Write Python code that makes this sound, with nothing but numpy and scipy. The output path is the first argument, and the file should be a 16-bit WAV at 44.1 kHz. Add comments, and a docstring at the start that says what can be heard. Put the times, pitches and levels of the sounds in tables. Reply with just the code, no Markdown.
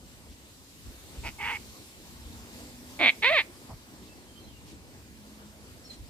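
"""A cockatoo on a rail beside a house croaks and rasps softly, then gives a loud creaking squawk and an arched cry.
Its syrinx is a pulse source, unsteady when rough, exciting throat resonances; the loud calls ring near 2.2 kHz.
Short wall echoes and a longer yard tail are noise decaying exponentially at a rate set by frequency.
Behind it, shaped noise makes traffic, breeze, hiss, bumps, rustles and a click; gliding tones make far birds
and a far engine."""
import sys
import numpy as np
from scipy import signal
from scipy.fft import rfft, irfft, next_fast_len
from scipy.io import wavfile
from scipy.ndimage import uniform_filter1d

SR = 44100
rng = np.random.default_rng(int(sys.argv[2]) if len(sys.argv) > 2 else 0)


def digitize_waveform(pressure):
    """Quantize a signal to 16-bit integers and store it at the path in sys.argv[1].

    Rows of a 2-D input are taken as channels; values are limited to [-1, 1].
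    """
    field = np.atleast_2d(pressure).T
    bounded = np.clip(field, -1, 1)
    quanta = np.round(bounded * 32767).astype(np.int16)
    wavfile.write(sys.argv[1], SR, quanta)


N = 268701
TIME = np.arange(N) / SR  # seconds
TOP_HZ = 15500  # upper band limit

# Noise spectra of the background. Each row: frequency in Hz, relative level in dB per Hz.
BREEZE_SPECTRUM = [(12, -39), (20, -20.5), (44, -8.5), (64, 1.5), (119, -8), (176, -13), (200, -8.5),
                   (260, -42), (440, -120)]
TRAFFIC_SPECTRUM = [(65, -37), (110, -6), (176, -10.5), (235, -2), (324, -5.5), (404, -10), (439, -10),
                    (700, -14.5), (952, -14.5), (1240, -18), (3000, -25), (3900, -57), (6600, -120)]
HISS_SPECTRUM = [(1060, -19.5), (1800, -5.5), (3490, -2), (3920, -1), (4950, -1.5), (5810, -3.5),
                 (7950, -2.5), (9250, -7), (12300, -6.5), (15300, -13.5)]
# Slow drift of the breeze. 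Each row: time in seconds, mean level in dB.
BREEZE_LEVEL = [(0, -57), (1.5, -53), (1.95, -55.5), (2.3, -52), (3.05, -52.5), (3.45, -59.5), (4.4, -56),
                (5.4, -52), (6.09, -54)]
BREEZE_SWING_DB, BREEZE_RATE = 1.8, 7  # random unsteadiness, and its knots per second
# Slow drift of the traffic. Each row: time in seconds, mean level in dB.
TRAFFIC_LEVEL = [(0, -55.5), (.75, -56.5), (1, -53), (1.6, -52), (1.95, -54.5), (2.2, -51.5), (3.6, -52),
                 (4.4, -54.5), (6.09, -55)]
# Slow drift of the hiss. Each row: time in seconds, level in dB before a fixed gain in outdoors().
HISS_LEVEL = [(0.0, -63), (1.27, -57.5), (2.1, -58), (3.26, -57), (3.48, -59.5), (4.34, -63), (6.09, -62)]
# Coherence of diffuse noise at the two ports. Each row: frequency in Hz, left-right correlation (-1 to 1).
COHERENCE = [(60, 0.63), (150, 0.79), (380, 1), (940, 0.65), (2400, 0.27), (6000, 0.093), (15000, 0.055)]

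# Gusts that bump the microphone. Each row: centre in seconds, level in dB.
GUSTS = [(.31, -51), (.885, -43.5), (1.2, -42), (1.275, -42), (2.27, -43.5), (3.74, -47), (6.03, -43)]
GUST_HZ, GUST_S = 60.4, 0.052
# Dull bumps. Each row: centre in seconds, level in dB, pitch in Hz, length in seconds.
BUMPS = [(1.285, -49, 230, .04), (3.7, -43.5, 201, .014), (3.712, -47.5, 750, .033),
         (3.735, -43, 120, .014), (4.03, -52, 250, .06), (4.75, -52, 270, .09)]
# Rustles of feathers and claws. Each row: centre in seconds, level in dB, length in seconds.
RUSTLES = [(.32, -59, .035), (1.198, -60, 0.12), (4.06, -57.5, 0.067), (4.701, -55, 0.055),
           (5.931, -53.5, 0.045)]
RUSTLE_HZ = 3700
# The click that opens the squawk. The one row: centre in seconds, level in dB, pitch in Hz, length in seconds.
TICK = (3, -34, 3199.5, .002)

# A far engine revs up, once in each gear.
# Each row: start in seconds, end in seconds, mean level in dB at the first pitch, first Hz, last Hz.
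GEARS = [(2.0, 3.25, -53.5, 231, 270), (5.0, 5.75, -53, 210, 213)]
ENGINE_FADE_S, ENGINE_DB_PER_HZ = .3, .22  # it fades in and out, and grows louder as it revs

# Notes of far birds. Each row: centre in seconds, level in dB before flutter and the gains in scene(),
# mid-note pitch in Hz, length in seconds.
CHIRPS = [(4.12, -71, 2600, .05), (4.304, -65, 3150, .028), (4.374, -63.5, 3140, .03),
          (4.44, -71.5, 4140, .07), (4.495, -65, 3170, .035), (4.555, -69, 2800, .04),
          (5.856, -63, 5430, .025), (5.864, -61.5, 4340, .025), (5.915, -63, 4120, 0.041)]
CHIRP_FALL_HZ_PER_S = 1500

# Reverberation of the near wall and rail, and of the yard. Each row: frequency in Hz, 60 dB decay time in seconds.
WALL_DECAY = [(200, .04), (4000, 0.056)]
YARD_DECAY = [(200, 0.39), (2000, 0.2), (8000, 0.14)]

# Resonances of throat and beak. Each row: frequency in Hz, relative gain in dB.
CROAK_THROAT = [(150, -7), (650, -13.5), (900, -2), (1130, -20), (1400, -2.5), (1650, -18.5), (2100, -3.5),
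                (2400, -1), (3000, -11), (3750, -22), (5100, -17), (5700, -26), (12000, -36)]
RASP_THROAT = [(150, -22), (400, -15.5), (680, -14), (890, 3), (1100, -9), (1350, -8.5), (1750, -14.5),
               (2200, 5), (2450, -5), (3150, -13), (3650, -24.5), (4200, -26), (4600, -27), (12000, -38)]
SQUAWK_THROAT = [(120, -36.5), (260, -23.5), (450, -22.5), (700, -11), (1000, -22.5), (1250, -18.5),
                 (1520, -17), (1800, -19.5), (2030, -5), (2280, 2.5), (2520, -7), (2900, -15.5),
                 (3450, -10.5), (4300, -20), (4500, -29), (5200, -43), (8000, -58)]
CRY_THROAT = [(200, -36.5), (450, -21.5), (900, -13.5), (1300, -16), (1650, -14), (1920, -5), (2200, 0),
              (2580, -6), (2850, -13), (3700, -12), (4280, -18), (4550, -28.5), (5000, -32), (5300, -48.5),
              (8000, -55)]
# What the opening beak adds in the middle of the rasp. Each row: frequency in Hz, gain in dB before GAPE_DB.
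GAPE = [(900, -3.5), (1400, 4), (1830, 6.5), (2200, -4.5), (2750, 5), (3200, 2), (3560, 6), (3800, 2),
        (4150, 3), (4600, -1)]
GAPE_AT, GAPE_S, GAPE_DB = 1.483, .052, 4  # centre and length in seconds, overall gain
# The calls at the two ports. Each row: frequency in Hz, phase by which the left leads in radians.
BIRD_PHASE = [(100, 0), (1200, 0.56), (1620, 0.66), (1820, 1), (2200, 0.44), (2700, 1.24), (3300, 1.5),
              (4200, 1.63)]
# Each row: frequency in Hz, left minus right level in dB.
BIRD_BALANCE = [(200, -1), (700, -2.5), (1000, 2), (1300, -1.5), (1580, -5), (1780, 4.5), (2050, -4.5),
                (2400, -3), (2700, -4), (3500, -3), (4400, -1)]

# Croak, rasp, squawk, cry. Each row: start in seconds, end in seconds, nominal level in dB, attack in seconds,
# release in seconds, base roughness (0-1) at the onset, base roughness later in the call.
UTTERANCES = [(1.229, 1.309, -35, 0.042, 0.029, .7, .45), (1.38, 1.58, -34.4, 0.04, .016, .55, .68),
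              (2.987, 3.11, -17.3, .07, .014, .85, 0.37), (3.219, 3.422, -19.3, 0.024, 0.029, 0.88, .1)]
SETTLE_S = .03  # roughness moves from its onset to its later value in about this time; the rasp grows rougher
# Pulse rate of each call; croak and squawk jump up at first, then run down; the cry is one arch.
# Each row: time in seconds, mean rate in Hz.
CROAK_PITCH = [(1.23, 199.7), (1.245, 300), (1.27, 290.3), (1.28, 134.6)]
RASP_PITCH = [(1.383, 400), (1.41, 428), (1.48, 480), (1.515, 478), (1.58, 410)]
SQUAWK_PITCH = [(2.99, 205), (3.01, 338), (3.03, 296), (3.055, 256), (3.078, 242.9), (3.092, 139.8)]
CRY_PITCH = [(3.225, 401.5), (3.263, 499.4), (3.291, 546.4), (3.305, 617.4), (3.331, 689.4), (3.361, 600.7),
             (3.377, 534.2), (3.385, 468.7), (3.405, 317), (3.416, 276.2)]
THIN_FROM_HZ, THIN_SPAN_HZ, THIN_DB = 513, 125, -5.5  # pushed high, the voice weakens in its upper partials
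FRY_BELOW_HZ, FRY_ROUGH = 480, .5  # and it roughens as it sinks low
BREAK_AT, BREAK_S, BREAK_ROUGH, BREAK_DB = 3.312, .022, .4, -4  # the cry cracks once on its way up
BASS_EDGE_HZ, BASS_ATTACK_S, BASS_RELEASE_S = 1570, 0.024, .045  # the low partials have their own envelope
ROUND_THIN_DB, ROUND_BREAK_DB = 6.5, 8  # gain of the round fundamental in the thin voice and at the crack
ROUND_STOP_S, ROUND_FADE_S = .02, .015  # it stops this long before the call ends, and fades this fast


def amp(db):
    """Decibel law: a level in dB becomes an amplitude gain."""
    return 10 ** (np.asarray(db) / 20)


def unit(x):
    """Normalisation of power: x at rms 1."""
    return x / np.sqrt(np.mean(x ** 2) + 1e-20)


def ramp(x):
    """Linear onset with saturation: x held between 0 and 1."""
    return np.clip(x, 0, 1)


def swell(t, length):
    """Gaussian envelope round t = 0, down to exp(-2) at t = length."""
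    return np.exp(-2 * (t / length) ** 2)


def along(points, hz):
    """Logarithmic frequency scale: (Hz, value) points interpolated along it."""
    f, v = np.transpose(points)
    return np.interp(np.log(hz + 1), np.log(f + 1), v)


def curves(rows):
    """Linear interpolation in time: one value per sample for each column after the time."""
    s, *cols = np.transpose(rows)
    return [np.interp(TIME, s, c) for c in cols]


def wobble(rate, size=N):
    """Band-limited fluctuation: a smooth random curve with rate knots a second."""
    knots = rng.standard_normal(size=2048)
    smooth = signal.resample(knots, 10 * len(knots))
    return np.interp(TIME[:size] * rate, np.arange(len(smooth)) / 10, smooth)


def filtered(x, response):
    """Linear filtering: the spectrum of x times a complex response of frequency."""
    m = next_fast_len(N + SR // 2)
    return irfft(rfft(x, m) * response(np.fft.rfftfreq(m, 1 / SR)), m)[..., :N]


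def resonate(x, spectrum, size=4096):
    """Minimum-phase resonance: every pulse rings on after it strikes, never before."""
    cepstrum = irfft(np.log(amp(along(spectrum, np.fft.rfftfreq(size, 1 / SR)))))
    # folding the cepstrum makes the response causal
    cepstrum[1:size // 2] *= 2
    cepstrum[size // 2 + 1:] = 0
    return signal.fftconvolve(x, irfft(np.exp(rfft(cepstrum))))[:N]


def add(out, s, sound):
    """Superposition: mix a short sound into out, centred on s seconds."""
    first = round(s * SR) - sound.shape[-1] // 2
    part = out[..., first:first + sound.shape[-1]]
    part += sound[..., :part.shape[-1]]


def half_angle(hz):
    """Coherence as an angle: mixing mid and side by its cosine and sine gives the left-right correlation."""
    return np.arccos(np.clip(along(COHERENCE, hz), -1, 1)) / 2


def rush(spectrum, patchy_db, lag=0.00021):
    """Partly coherent noise of rms 1 with patches of random gain; it reaches the left port lag seconds early."""
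    z = signal.stft(rng.standard_normal((2, N)), nperseg=512)[2]
    field = uniform_filter1d(rng.standard_normal(z.shape[1:]), size=6, axis=0)
    field = uniform_filter1d(field, size=14, axis=1)
    pair = signal.istft(z * amp(patchy_db * unit(field)), nperseg=512)[1][:, :N]

    def colour(hz):
        return amp(along(spectrum, hz)) * [np.cos(half_angle(hz)), np.sin(half_angle(hz))]

    mid, side = filtered(pair, colour)
    ports = np.array([mid + side, mid - side])
    return unit(filtered(ports, lambda hz: np.exp(1j * np.pi * lag * np.array([hz, -hz]))))


def puffs(rows, width, size=16384):
    """Band-limited noise bursts: a Gaussian swell round one pitch each; width in octaves."""
    out, t, hz = np.zeros((2, N)), TIME[:size] - TIME[size // 2], np.fft.rfftfreq(size, 1 / SR)
    for s, db, centre, length in rows:
        band = np.exp(-.5 * (np.log2((hz + 1) / centre) / width) ** 2)
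        mid, side = irfft(rfft(rng.standard_normal((2, size))) * band)
        turn = half_angle(centre)
        ports = unit(np.cos(turn) * mid + np.sin(turn) * np.array([side, -side]))
        add(out, s, amp(db) * swell(t, length) * ports)
    return out


def outdoors(brighten=0.24):
    """Stationary noise slowly modulated: breeze on the microphone, far traffic and a fine hiss."""
    breeze_db, = curves(BREEZE_LEVEL)
    traffic_db, = curves(TRAFFIC_LEVEL)
    hiss_db, = curves(HISS_LEVEL)
    breeze = amp(breeze_db + BREEZE_SWING_DB * wobble(BREEZE_RATE)) * rush(BREEZE_SPECTRUM, patchy_db=0)
    gusts = puffs([(s, db, GUST_HZ, GUST_S) for s, db in GUSTS], width=.62)
    stir = wobble(8)  # the moving air sways traffic and hiss together
    traffic = amp(traffic_db + .7 * stir) * rush(TRAFFIC_SPECTRUM, patchy_db=2.0)
    hiss_gain = amp(hiss_db + 5.5 + .5 * stir + 0.298 * wobble(16))  # 5.5 dB is the fixed gain
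    hiss = hiss_gain * rush(HISS_SPECTRUM, patchy_db=1.5)
    # the stronger the hiss, the brighter its top
    top = filtered(hiss, lambda hz: np.interp(hz, [7000, 12000], [0, 1]))
    hiss = hiss + (amp(brighten * (hiss_db - hiss_db.mean())) - 1) * top
    return breeze + gusts + traffic + hiss


def engine(waver_hz=2.5, waver_db=1.6):
    """Frequency modulation: one wavering tone that climbs ever faster through each gear."""
    out = np.zeros(N)
    for start, end, db, first, last in GEARS:
        climb = (last - first) * ramp((TIME - start) / (end - start)) ** 2
        fade = ramp(np.minimum(TIME - start, end - TIME) / ENGINE_FADE_S)
        level = amp(db + ENGINE_DB_PER_HZ * climb + waver_db * wobble(10)) * fade
        pitch = first + climb + waver_hz * wobble(25)
        out += level * np.sin(2 * np.pi * np.cumsum(pitch) / SR)
    return out


def far_birds(waver=0.0142, flutter_db=4.5, size=16384):
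    """Falling glides: thin tones from the trees, with random flutter of pitch and level."""
    out, t = np.zeros(N), TIME[:size] - TIME[size // 2]
    for s, db, hz, length in CHIRPS:
        pitch = (hz - CHIRP_FALL_HZ_PER_S * t) * (1 + waver * wobble(250, size=size))
        level = amp(db + flutter_db * wobble(69.6, size=size)) * swell(t, length)
        add(out, s, level * np.sin(2 * np.pi * np.cumsum(pitch) / SR))
    return out


def small_sounds():
    """Transient noise: soft bumps, rustles of feathers and claws, and the click that opens the squawk."""
    rustles = [(s, db, RUSTLE_HZ, length) for s, db, length in RUSTLES]
    return puffs(BUMPS, width=0.51) + puffs(rustles, width=0.89) + puffs([TICK], width=.3)


def echo(x, decay):
    """Exponential reverberant decay: scattered reflections, different at each port, dying by frequency."""
    hz, t, z = signal.stft(rng.standard_normal((2, SR // 2)), SR, nperseg=128)
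    tail = signal.istft(z * amp(-60 * t / along(decay, hz)[:, None]), SR, nperseg=128)[1]
    return signal.fftconvolve(x, tail / np.linalg.norm(tail[0]), axes=1)[:, :N]


def pulse_train(cycles, pitch, rough, jitter, scatter_db, limp_db, count=256):
    """Perturbed periodic excitation: one pulse per cycle, roughness unsettling its timing and size."""
    beats = np.searchsorted(cycles, np.arange(1, cycles[-1]))[:count]
    late, strong = np.clip(rng.standard_normal((count, 2))[:len(beats)], -2, 2).T * rough[beats]
    at = beats + jitter * late * SR / pitch[beats]
    # when rough, strong and weak pulses alternate
    limp = (-1) ** np.arange(len(beats)) * rough[beats]
    sizes = amp(scatter_db * strong + limp_db * limp) * np.sqrt(SR / pitch[beats])
    # sinc taps place each pulse between samples
    taps = at.astype(int)[:, None] + np.arange(-8, 9)
    weights = sizes[:, None] * np.sinc(taps - at[:, None])
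    return np.bincount(taps.ravel(), weights.ravel(), N)


def syrinx(call, melody, throat, jitter, scatter_db, limp_db, air, flutter, round_db=-60):
    """Source and filter: pulses and leaking air ring the throat; roughness unsettles the pulses and adds air."""
    start, end, db, attack, release, onset_rough, later_rough = call
    pitch, = curves(melody)
    gate = 1. * ((TIME > start) & (TIME < end))

    def envelope(rise, fall):
        return amp(db) * ramp((TIME - start) / rise) * ramp((end - TIME) / fall)

    thin = ramp((pitch - THIN_FROM_HZ) / THIN_SPAN_HZ)
    crack = swell(TIME - BREAK_AT, BREAK_S)
    rough = later_rough + (onset_rough - later_rough) * np.exp(-((TIME - start) / SETTLE_S) ** 2)
    fry = FRY_ROUGH * ramp(1 - pitch / FRY_BELOW_HZ)
    rough = ramp(np.maximum(rough, fry) + BREAK_ROUGH * crack)
    cycles = np.cumsum(pitch * gate * (1 + flutter * rough * wobble(150))) / SR
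    pulses = pulse_train(cycles, pitch, rough, jitter, scatter_db, limp_db)
    # air escapes in a puff each time the membranes open
    leak = air * rough * gate * unit(np.cos(np.pi * cycles) ** 4) * rng.standard_normal(N)
    # its turbulence is weak in the bass, so the lowest partials stay clear
    leak = signal.sosfilt(signal.butter(2, 1200 / (SR / 2), "high", output="sos"), leak)
    voice = resonate(pulses + leak, throat)
    # levelled by its running power, so the envelopes set the loudness
    power = np.abs(uniform_filter1d(uniform_filter1d(voice ** 2, size=600), size=400))
    voice = amp(BREAK_DB * crack) * voice / np.sqrt(power + power.max() / 100)
    bass = filtered(voice, lambda hz: 1 / (1 + (hz / BASS_EDGE_HZ) ** 8))
    # the round lowest tone is locked to the cycles of the pulses
    round_gain = amp(round_db + ROUND_THIN_DB * thin + ROUND_BREAK_DB * crack)
    fundamental = round_gain * np.sqrt(2) * np.cos(2 * np.pi * cycles)
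    fundamental = fundamental * ramp((end - ROUND_STOP_S - TIME) / ROUND_FADE_S)
    low = envelope(BASS_ATTACK_S, BASS_RELEASE_S) * (bass + fundamental)
    high = envelope(attack, release) * amp(THIN_DB * thin) * (voice - bass)
    return low + high


def cockatoo():
    """Interaural-style differences: four calls given level and phase offsets between the two ports."""
    croak, rasp, squawk, cry = UTTERANCES
    # jitter is in cycles, scatter and limp in dB, flutter in fractions of the pitch, all at full roughness
    croak = syrinx(croak, CROAK_PITCH, CROAK_THROAT,
                   jitter=0.118, scatter_db=3.5, limp_db=0, air=1.2, flutter=.08)
    rasp = syrinx(rasp, RASP_PITCH, RASP_THROAT,
                  jitter=.065, scatter_db=3.0, limp_db=0.5, air=2.0, flutter=.075)
    gape = swell(TIME - GAPE_AT, GAPE_S)
    rasp = (1 - gape) * rasp + gape * amp(GAPE_DB) * resonate(rasp, GAPE)
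    squawk = syrinx(squawk, SQUAWK_PITCH, SQUAWK_THROAT,
                    jitter=.14, scatter_db=6.5, limp_db=1.5, air=.55, flutter=.17, round_db=-22.5)
    cry = syrinx(cry, CRY_PITCH, CRY_THROAT,
                 jitter=0.083, scatter_db=6.0, limp_db=1, air=.8, flutter=.06, round_db=-22)
    sides = np.array([[.5], [-.5]])  # half of each difference goes to each port

    def ports(hz):
        return amp(sides * along(BIRD_BALANCE, hz)) * np.exp(1j * sides * along(BIRD_PHASE, hz))

    return filtered(croak + rasp + squawk + cry, ports)


def scene():
    """Superposition of direct and reverberant sound: the near bird, its echoes and the garden behind."""
    notes = far_birds() * np.ones((2, 1))
    far = amp(7.0) * notes + amp(8.0) * echo(notes, YARD_DECAY)
    bird = cockatoo()
    echoes = amp(-9.5) * echo(bird, WALL_DECAY) + amp(-19.5) * echo(bird, YARD_DECAY)
    return outdoors() + engine() + far + small_sounds() + echoes + bird


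def record(dry):
    """Band limitation: only components below TOP_HZ are kept."""
    return filtered(dry, lambda hz: hz < TOP_HZ)


dry = scene()
out = record(dry)
digitize_waveform(out)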